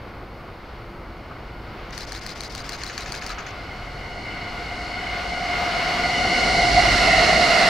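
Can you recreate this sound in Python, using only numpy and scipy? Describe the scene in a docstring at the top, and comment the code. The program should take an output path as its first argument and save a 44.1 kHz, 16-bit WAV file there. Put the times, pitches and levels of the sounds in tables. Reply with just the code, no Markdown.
"""A steady distant wash is heard first, and over it two cameras fire bursts with mechanical shutters.
An electric commuter train comes round a curve from the left and runs past a few metres away.
Rail roughness drives the resonances of rails and wheels at every bogie, so the rails sing and the
wheels ring over rumble and rolling roar. By the Doppler effect each bogie's pitch drops as it passes."""
import sys
import numpy as np
from scipy import signal
from scipy.fft import irfft, next_fast_len
from scipy.io import wavfile
from scipy.ndimage import uniform_filter1d

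SR = 44100
rng = np.random.default_rng(int(sys.argv[2]) if len(sys.argv) > 2 else 0)


def master(y):
    """Save y as 16-bit WAV."""
    cut = np.clip(np.atleast_2d(y).T, -1, 1)
    pcm = np.round(cut * 32767)  # scale
    wavfile.write(sys.argv[1], SR, pcm.astype(np.int16))


N = 339129
TIME = np.arange(N) / SR
SPEED_M_PER_S, TRACK_DISTANCE_M = 22.5, 8.5
ABREAST_S = 7.15  # the first bogie draws level


def undb(db):
    """Amplitude ratio: tenfold for every 20 dB."""
    return 10 ** (np.asarray(db) / 20)


def pan(left_db):
    """Direction by level difference: left and right gains."""
    return undb(np.array([[.5], [-.5]]) * left_db)


def colour(points):
    """Spectral envelope: gain against frequency through (Hz, dB) points."""
    hz, db = np.transpose(points)
    return lambda f: undb(np.interp(np.log(f), np.log(hz), db))


def resonances(modes):
    """Modal response: steep-skirted peaks (Hz, width in Hz, dB) add in power."""
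    return lambda f: np.sqrt(sum(undb(2 * db) / (1 + (1.09 * (f - hz) / width) ** 2) ** 2
                                 for hz, width, db in modes))


# Stereo width. Each row: frequency in Hz, level of side against mid in dB.
SIDE_SPECTRUM = [(30, -22), (120, -17), (300, -14), (700, -11), (1300, -8), (3000, -11), (6000, -11),
                 (9000, -10), (12000, -13)]
def noise(response, size=N, spread=1):
    """Filtered stereo noise of rms 1; coherence between the ears is highest in the bass."""
    n = next_fast_len(size, True)
    f = np.maximum(np.arange(n // 2 + 1) * SR / n, 1)
    gain = response(f) * f / np.hypot(f, 16)
    mid, side = rng.standard_normal((2, 2 * len(f))).view(complex) * gain
    side = side * spread * colour(SIDE_SPECTRUM)(f)
    x = irfft([mid + side, mid - side], n)[:, :size]
    return x / np.std(x)


def walk(rate_hz):
    """Slow random modulation: held steps, smoothed twice, with a spread near 1."""
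    k = int(SR / rate_hz)
    steps = np.repeat(rng.standard_normal(N // k + 1), k)
    return 1.7 * uniform_filter1d(uniform_filter1d(steps, k), k)[:N]


def add(out, start_s, x):
    """Superposition: a short sound adds to the mix."""
    i = int(start_s * SR)
    out[:, i:i + x.shape[1]] += x


def struck(response, decay_s, size=4096):
    """Damped vibration: a blow of set strength dies away in the colour of the struck part."""
    t = np.arange(size) / SR
    envelope = np.exp(-t / decay_s) * (1 - np.exp(-t / 0.0006))
    blow = noise(response, size) * envelope
    return blow * np.std(envelope) / np.std(blow)


# Far cars and town. Each row: frequency in Hz, relative spectral density in dB.
WASH_SPECTRUM = [(20, -2), (48, 0.5), (80, -8), (115, -4), (165, -11.5), (350, -11), (700, -14.5),
                 (1300, -15.5), (1700, -23.5), (2200, -24), (3400, -40.5), (4600, -36), (5500, -46),
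                 (7300, -54.5), (15500, -50)]
def distant_wash():
    """Many far sources add incoherently into a steady wash; a faint wavering hum fades within it."""
    wash = noise(colour(WASH_SPECTRUM), spread=0.3) * pan(0.22) * undb(-39 + 0.58 * walk(5.95))
    hum_hz = 344 + 1.34 * walk(4.84)
    hum_db = np.interp(TIME, [2.2, 3.5], [-51, -60]) + 1.5 * walk(9.9)
    return wash + np.sin(2 * np.pi * np.cumsum(hum_hz) / SR) * undb(hum_db)


# Light knocks nearby. Each row: start in seconds, level in dB.
KNOCK_HITS = [(1.31, -34), (3.297, -28), (3.319, -34), (3.38, -32), (3.398, -33)]
def knocks():
    """Each impact excites one damped resonance, which sounds hollow."""
    out = np.zeros((2, N))
    for start_s, db in KNOCK_HITS:
        add(out, start_s, undb(db) * struck(resonances([(1230, 160, 0)]), decay_s=0.016))
    return out


def shutter(frames, strokes, spectrum, ring_width_hz, scatter_db=0.7):
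    """Impact excitation: every stroke of every frame sounds the camera body and rings one small part."""
    out = np.zeros((2, N))
    for frame_s in frames:
        for offset_s, db, decay_s, ring_hz, ring_db in strokes:
            body = struck(colour(spectrum), decay_s)
            ring = undb(ring_db) * struck(resonances([(ring_hz, ring_width_hz, 0)]), decay_s)
            add(out, frame_s + offset_s, (body + ring) * undb(db + scatter_db * rng.standard_normal()))
    return out


# The far camera's body. Each row: frequency in Hz, relative spectral density in dB.
CLACK_SPECTRUM = [(500, -31), (1200, -1), (1800, -11), (2500, 3), (3300, -9), (4500, -5.5), (5400, -8),
                  (6600, -4), (7600, -22), (8600, -34)]
# Its strokes. Each row: offset from the frame in seconds, relative level in dB, decay time in seconds,
# ring frequency in Hz, level of the ring against the body in dB.
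CLACK_STROKES = [(0, 0, 0.013, 1710, -1), (.02, -4, 0.0062, 1450, 1), (.042, -5, .004, 2000, -8)]
def far_camera():
    """A periodic train of impacts from the farther, duller shutter, a little to the left."""
    frames = 2.734 + 0.0812 * np.arange(10)  # seconds
    return undb(-32) * shutter(frames, CLACK_STROKES, CLACK_SPECTRUM, ring_width_hz=180) * pan(2.1)


# Gear whirr. Each row: frequency in Hz, relative spectral density in dB.
WHIRR_SPECTRUM = [(800, -7), (2000, 1.5), (3200, -5), (4000, -3), (4800, 3), (6200, -7.5), (7500, -14.5),
                  (9800, -25), (11000, -23), (15500, -32)]
# Motor runs. Each row: offset from the frame in seconds, length in seconds, relative level in dB.
WINDING_RUNS = [(-0.056, 0.058, 0.5), (0.012, 0.058, 1)]
def winding_motor(frames, tooth_hz=206.5, depth=0.29, ramp_s=0.0075, sag_db_per_s=92):
    """Amplitude modulation: gear teeth chop the whirr as the motor re-cocks the shutter."""
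    out = np.zeros((2, N))
    for offset_s, length_s, db in WINDING_RUNS:
        t = np.arange(0, length_s + ramp_s, 1 / SR)
        envelope = np.clip(np.minimum(t, t[-1] - t) / ramp_s, 0, 1) * undb(db - sag_db_per_s * t)
        for frame_s in frames:
            teeth = 1 + depth * np.sin(2 * np.pi * (tooth_hz * t + rng.random()))
            whirr = noise(colour(WHIRR_SPECTRUM), size=8192)[:, :len(t)]
            add(out, frame_s + offset_s, whirr * teeth * envelope)
    return out


# The near camera's body. Each row: frequency in Hz, relative spectral density in dB.
CLICK_SPECTRUM = [(100, -40), (600, -17), (1800, 0.5), (2900, -9.5), (4400, -7), (5400, -6), (6300, -3.5),
                  (7500, -14.5), (9300, -13.5), (11000, -23.5), (15500, -23)]
# Mirror and curtain strokes. Each row: offset from the frame in seconds, relative level in dB,
# decay time in seconds, ring frequency in Hz, level of the ring against the body in dB.
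CLICK_STROKES = [(-.0705, -14, 0.0014, 6400, -2), (-.028, -13.5, 0.0027, 6000, -8),
                 (0, 1, 0.0023, 4460, -0.5), (.009, -4, 0.0016, 4570, -5),
                 (0.0287, -4.5, 0.0024, 4000, 0.5), (.038, -14, 0.014, 4090, 2),
                 (0.053, -17.5, 0.0056, 4750, 7)]
def near_camera():
    """Periodic impacts of mirror and curtains on the left, with two motor runs to a frame."""
    frames = 1.9777 + 0.14291 * np.arange(10)  # seconds
    clicks = undb(-24) * shutter(frames, CLICK_STROKES, CLICK_SPECTRUM, ring_width_hz=200)
    return (clicks + undb(-40) * winding_motor(frames)) * pan(4.7)


def approach(db, reach_m, falloff, lead_m=0):
    """Inverse power law of distance: the gain grows, then holds once the train is within lead_m."""
    ahead_m = np.maximum(SPEED_M_PER_S * (ABREAST_S - TIME) - lead_m, 0)
    return undb(db) * np.hypot(1, ahead_m / reach_m) ** -falloff


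def swell(centre_s, half_length_s, db):
    """Gain of a Gaussian rise or dip in level."""
    return undb(db * np.exp(-((TIME - centre_s) / half_length_s) ** 2))


def bearing():
    """The level difference swings from left to right as the train arrives."""
    return pan(np.interp(TIME, [5.9, 6.9], [.6, -2.8]))


# The track bed. Each row: frequency in Hz, relative spectral density in dB.
RUMBLE_SPECTRUM = [(20, -12), (32, -2.5), (47, 10), (70, 0), (110, -2.5), (200, -15.5), (500, -48),
                   (3000, -82)]
def ground_rumble():
    """Ground vibration radiates bass, most strongly as the head of the train arrives."""
    gain = approach(db=-38, reach_m=42, falloff=0.62) * swell(centre_s=6.85, half_length_s=0.45, db=12)
    return noise(colour(RUMBLE_SPECTRUM), spread=0.6) * gain * pan(0.28)


# The car bodies. Each row: frequency in Hz, relative spectral density in dB.
ROAR_SPECTRUM = [(70, -12.5), (180, 1.5), (300, -1), (520, -3), (800, -6), (1500, -17), (8000, -78)]
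def car_roar():
    """Broadband radiation from the cars reaches full strength ahead of the first bogie."""
    gain = approach(db=-27.5, reach_m=5.85, falloff=0.78, lead_m=12.8)
    return noise(colour(ROAR_SPECTRUM), spread=0.67) * gain * undb(0.61 * walk(10))


# Rolling noise. Each row: frequency in Hz, relative spectral density in dB.
RUSH_SPECTRUM = [(300, -16), (600, -2.5), (900, -4.5), (1250, 0), (1700, -5), (2500, -6), (3400, -11),
                 (5000, -16), (8000, -44), (14000, -39)]
def rolling_rush():
    """Rolling radiates a fluttering midrange noise that grows as the distance shrinks."""
    gain = approach(db=-26.5, reach_m=24.8, falloff=1.434)
    return noise(colour(RUSH_SPECTRUM)) * gain * bearing() * undb(1.55 * walk(7.8))


# Wheel on rail. Each row: frequency in Hz, relative spectral density in dB.
HISS_SPECTRUM = [(2000, -17), (3400, 0.5), (4300, 9.5), (5200, 4), (5800, -5), (6500, -4), (8000, -10.5),
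                 (9200, -12.5), (10200, -17), (10900, -24), (15000, -36)]
def contact_hiss(contact_gain):
    """Contact noise: the wheels radiate a treble hiss where they meet the rail."""
    return noise(colour(HISS_SPECTRUM)) * contact_gain * bearing() * undb(0.44 * walk(9.2))


# The bogies. Each row: distance behind the first in metres, relative level in dB.
BOGIE_LAYOUT = [(0, 0.5), (13.8, 4.5), (20, -2.5), (33.8, -0.5), (40, 3.5), (53.8, 1), (60, 0), (77, 5),
                (97, 6), (120, 7.5)]
def bogie_paths(falloff, facing=0.23):
    """Retarded time: when each bogie's sound left it (the Doppler glide), and its share in each ear."""
    paths, power = [], 0
    c = 343  # speed of sound, m/s
    closing = c * c - SPEED_M_PER_S ** 2
    for behind_m, db in BOGIE_LAYOUT:
        along_m = SPEED_M_PER_S * (ABREAST_S - TIME) + behind_m
        root = np.sqrt((along_m * c) ** 2 + closing * TRACK_DISTANCE_M ** 2)
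        travel_s = (along_m * SPEED_M_PER_S + root) / closing
        distance_m = c * travel_s
        # the microphone faces up the track, so bogies that have gone by drop away quickly
        gain = undb(db) * distance_m ** -falloff * (1 + facing * along_m / distance_m)
        paths.append((TIME - travel_s, gain * pan(1.3 - 5.1 * TRACK_DISTANCE_M / distance_m)))
        power = power + gain ** 2
    return [(emitted_s, gain / np.sqrt(power)) for emitted_s, gain in paths]


def rolling(modes, paths, detune, patchy_db, size=2 ** 19):
    """Forced vibration: patchy roughness drives the modes at each bogie; unequal wheels detune them."""
    source, out = noise(resonances(modes), size), 0
    for k, (emitted_s, gain) in enumerate(paths):
        place = emitted_s * SR * (1 + detune * rng.uniform(-1, 1)) + k * size / len(paths)
        i = np.floor(place).astype(int)
        before, after = (source.take(j % size, axis=1) for j in (i, i + 1))
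        shifted = before + (place - i) * (after - before)
        out = out + gain * undb(patchy_db * walk(7)) * shifted
    return out


def sustained(x, hold_s):
    """A steadily driven resonance keeps sounding: its running power is partly evened out."""
    power = uniform_filter1d(np.mean(x ** 2, axis=0), int(hold_s * SR))
    return x / np.sqrt(power + 0.32)


# The rail's main note and its octave. Each row: frequency at rest in Hz, width in Hz, relative dB.
RAIL_NOTE = [(660, 19, -1), (700, 33, -7.5)]
RAIL_OCTAVE = [(1335, 7.7, -0.5), (1400, 28, -9.5)]
# Rough and smooth track. Each row: centre in seconds, half length in seconds, level change in dB.
RAIL_STRETCHES = [(5.535, 0.32, 3.5), (6.36, 0.043, -6), (6.622, 0.025, 3.5), (6.779, 0.034, 6.5),
                  (6.95, 0.066, -5)]
def singing_rails():
    """A resonant rail is a waveguide: it carries sound ahead, so far bogies count for more."""
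    paths = bogie_paths(falloff=0.91)
    roughness = np.prod([swell(*row) for row in RAIL_STRETCHES], axis=0)
    note = sustained(rolling(RAIL_NOTE, paths, detune=.006, patchy_db=1), hold_s=0.095)
    octave = sustained(rolling(RAIL_OCTAVE, paths, detune=.006, patchy_db=1), hold_s=0.17)
    return (note * approach(db=-18.6, reach_m=22.7, falloff=2.24) * roughness
            + octave * approach(db=-28.5, reach_m=29.2, falloff=1.99))


# Main and high wheel modes. Each row: frequency at rest in Hz, width in Hz, relative level in dB.
WHEEL_RING = [(1867, 71, -5.5), (1970, 31, 1.5), (2036, 33, -1), (2094, 44, -5.5), (2664, 79, -9),
              (2779, 43, -7.5), (3340, 33, -21), (4010, 110, -15.5), (4123, 41, -9.5), (4870, 170, -23)]
WHEEL_HIGH_RING = [(5370, 130, 0.5), (5770, 50, -1), (6360, 60, -8), (7200, 44, -11), (7760, 25, -7),
                   (8400, 39, -13), (9160, 30, -24)]
# Ringing up on the curve. 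Each row: centre in seconds, half length in seconds, level rise in dB.
CURVE_SWELLS = [(4.33, 0.2, 3), (5.05, 0.12, 1.5), (6.35, 0.1, 1.5)]
def ringing_wheels(contact_gain):
    """Wheels radiate their modes as moving point sources; the first three bogies add high overtones."""
    paths = bogie_paths(falloff=1.2)
    curve = np.prod([swell(*row) for row in CURVE_SWELLS], axis=0)
    ring = sustained(rolling(WHEEL_RING, paths, detune=.008, patchy_db=2), hold_s=0.34)
    overtones = rolling(WHEEL_HIGH_RING, paths[:3], detune=.002, patchy_db=2)
    return (ring * approach(db=-18.5, reach_m=27, falloff=2.406) * curve
            + overtones * contact_gain * undb(-11))


def scene():
    """Superposition of surroundings, cameras and train."""
    background = distant_wash() + knocks() + far_camera() + near_camera()
    contact_gain = approach(db=-26, reach_m=23, falloff=2.47)
    train_noise = ground_rumble() + car_roar() + rolling_rush() + contact_hiss(contact_gain)
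    return background + train_noise + singing_rails() + ringing_wheels(contact_gain)


def record(dry):
    """Mid-side filtering: the close-set microphone widens the high treble; the recorder cuts the top."""
    mid, side = (dry[0] + dry[1]) / 2, (dry[0] - dry[1]) / 2
    side = side + 1.64 * signal.lfilter(*signal.iirpeak(8700, 3.5, fs=SR), side)
    low_pass = signal.ellip(10, .2, 80, 15600, fs=SR, output="sos")
    return signal.sosfilt(low_pass, [mid + side, mid - side])


dry = scene()
out = record(dry)
master(out)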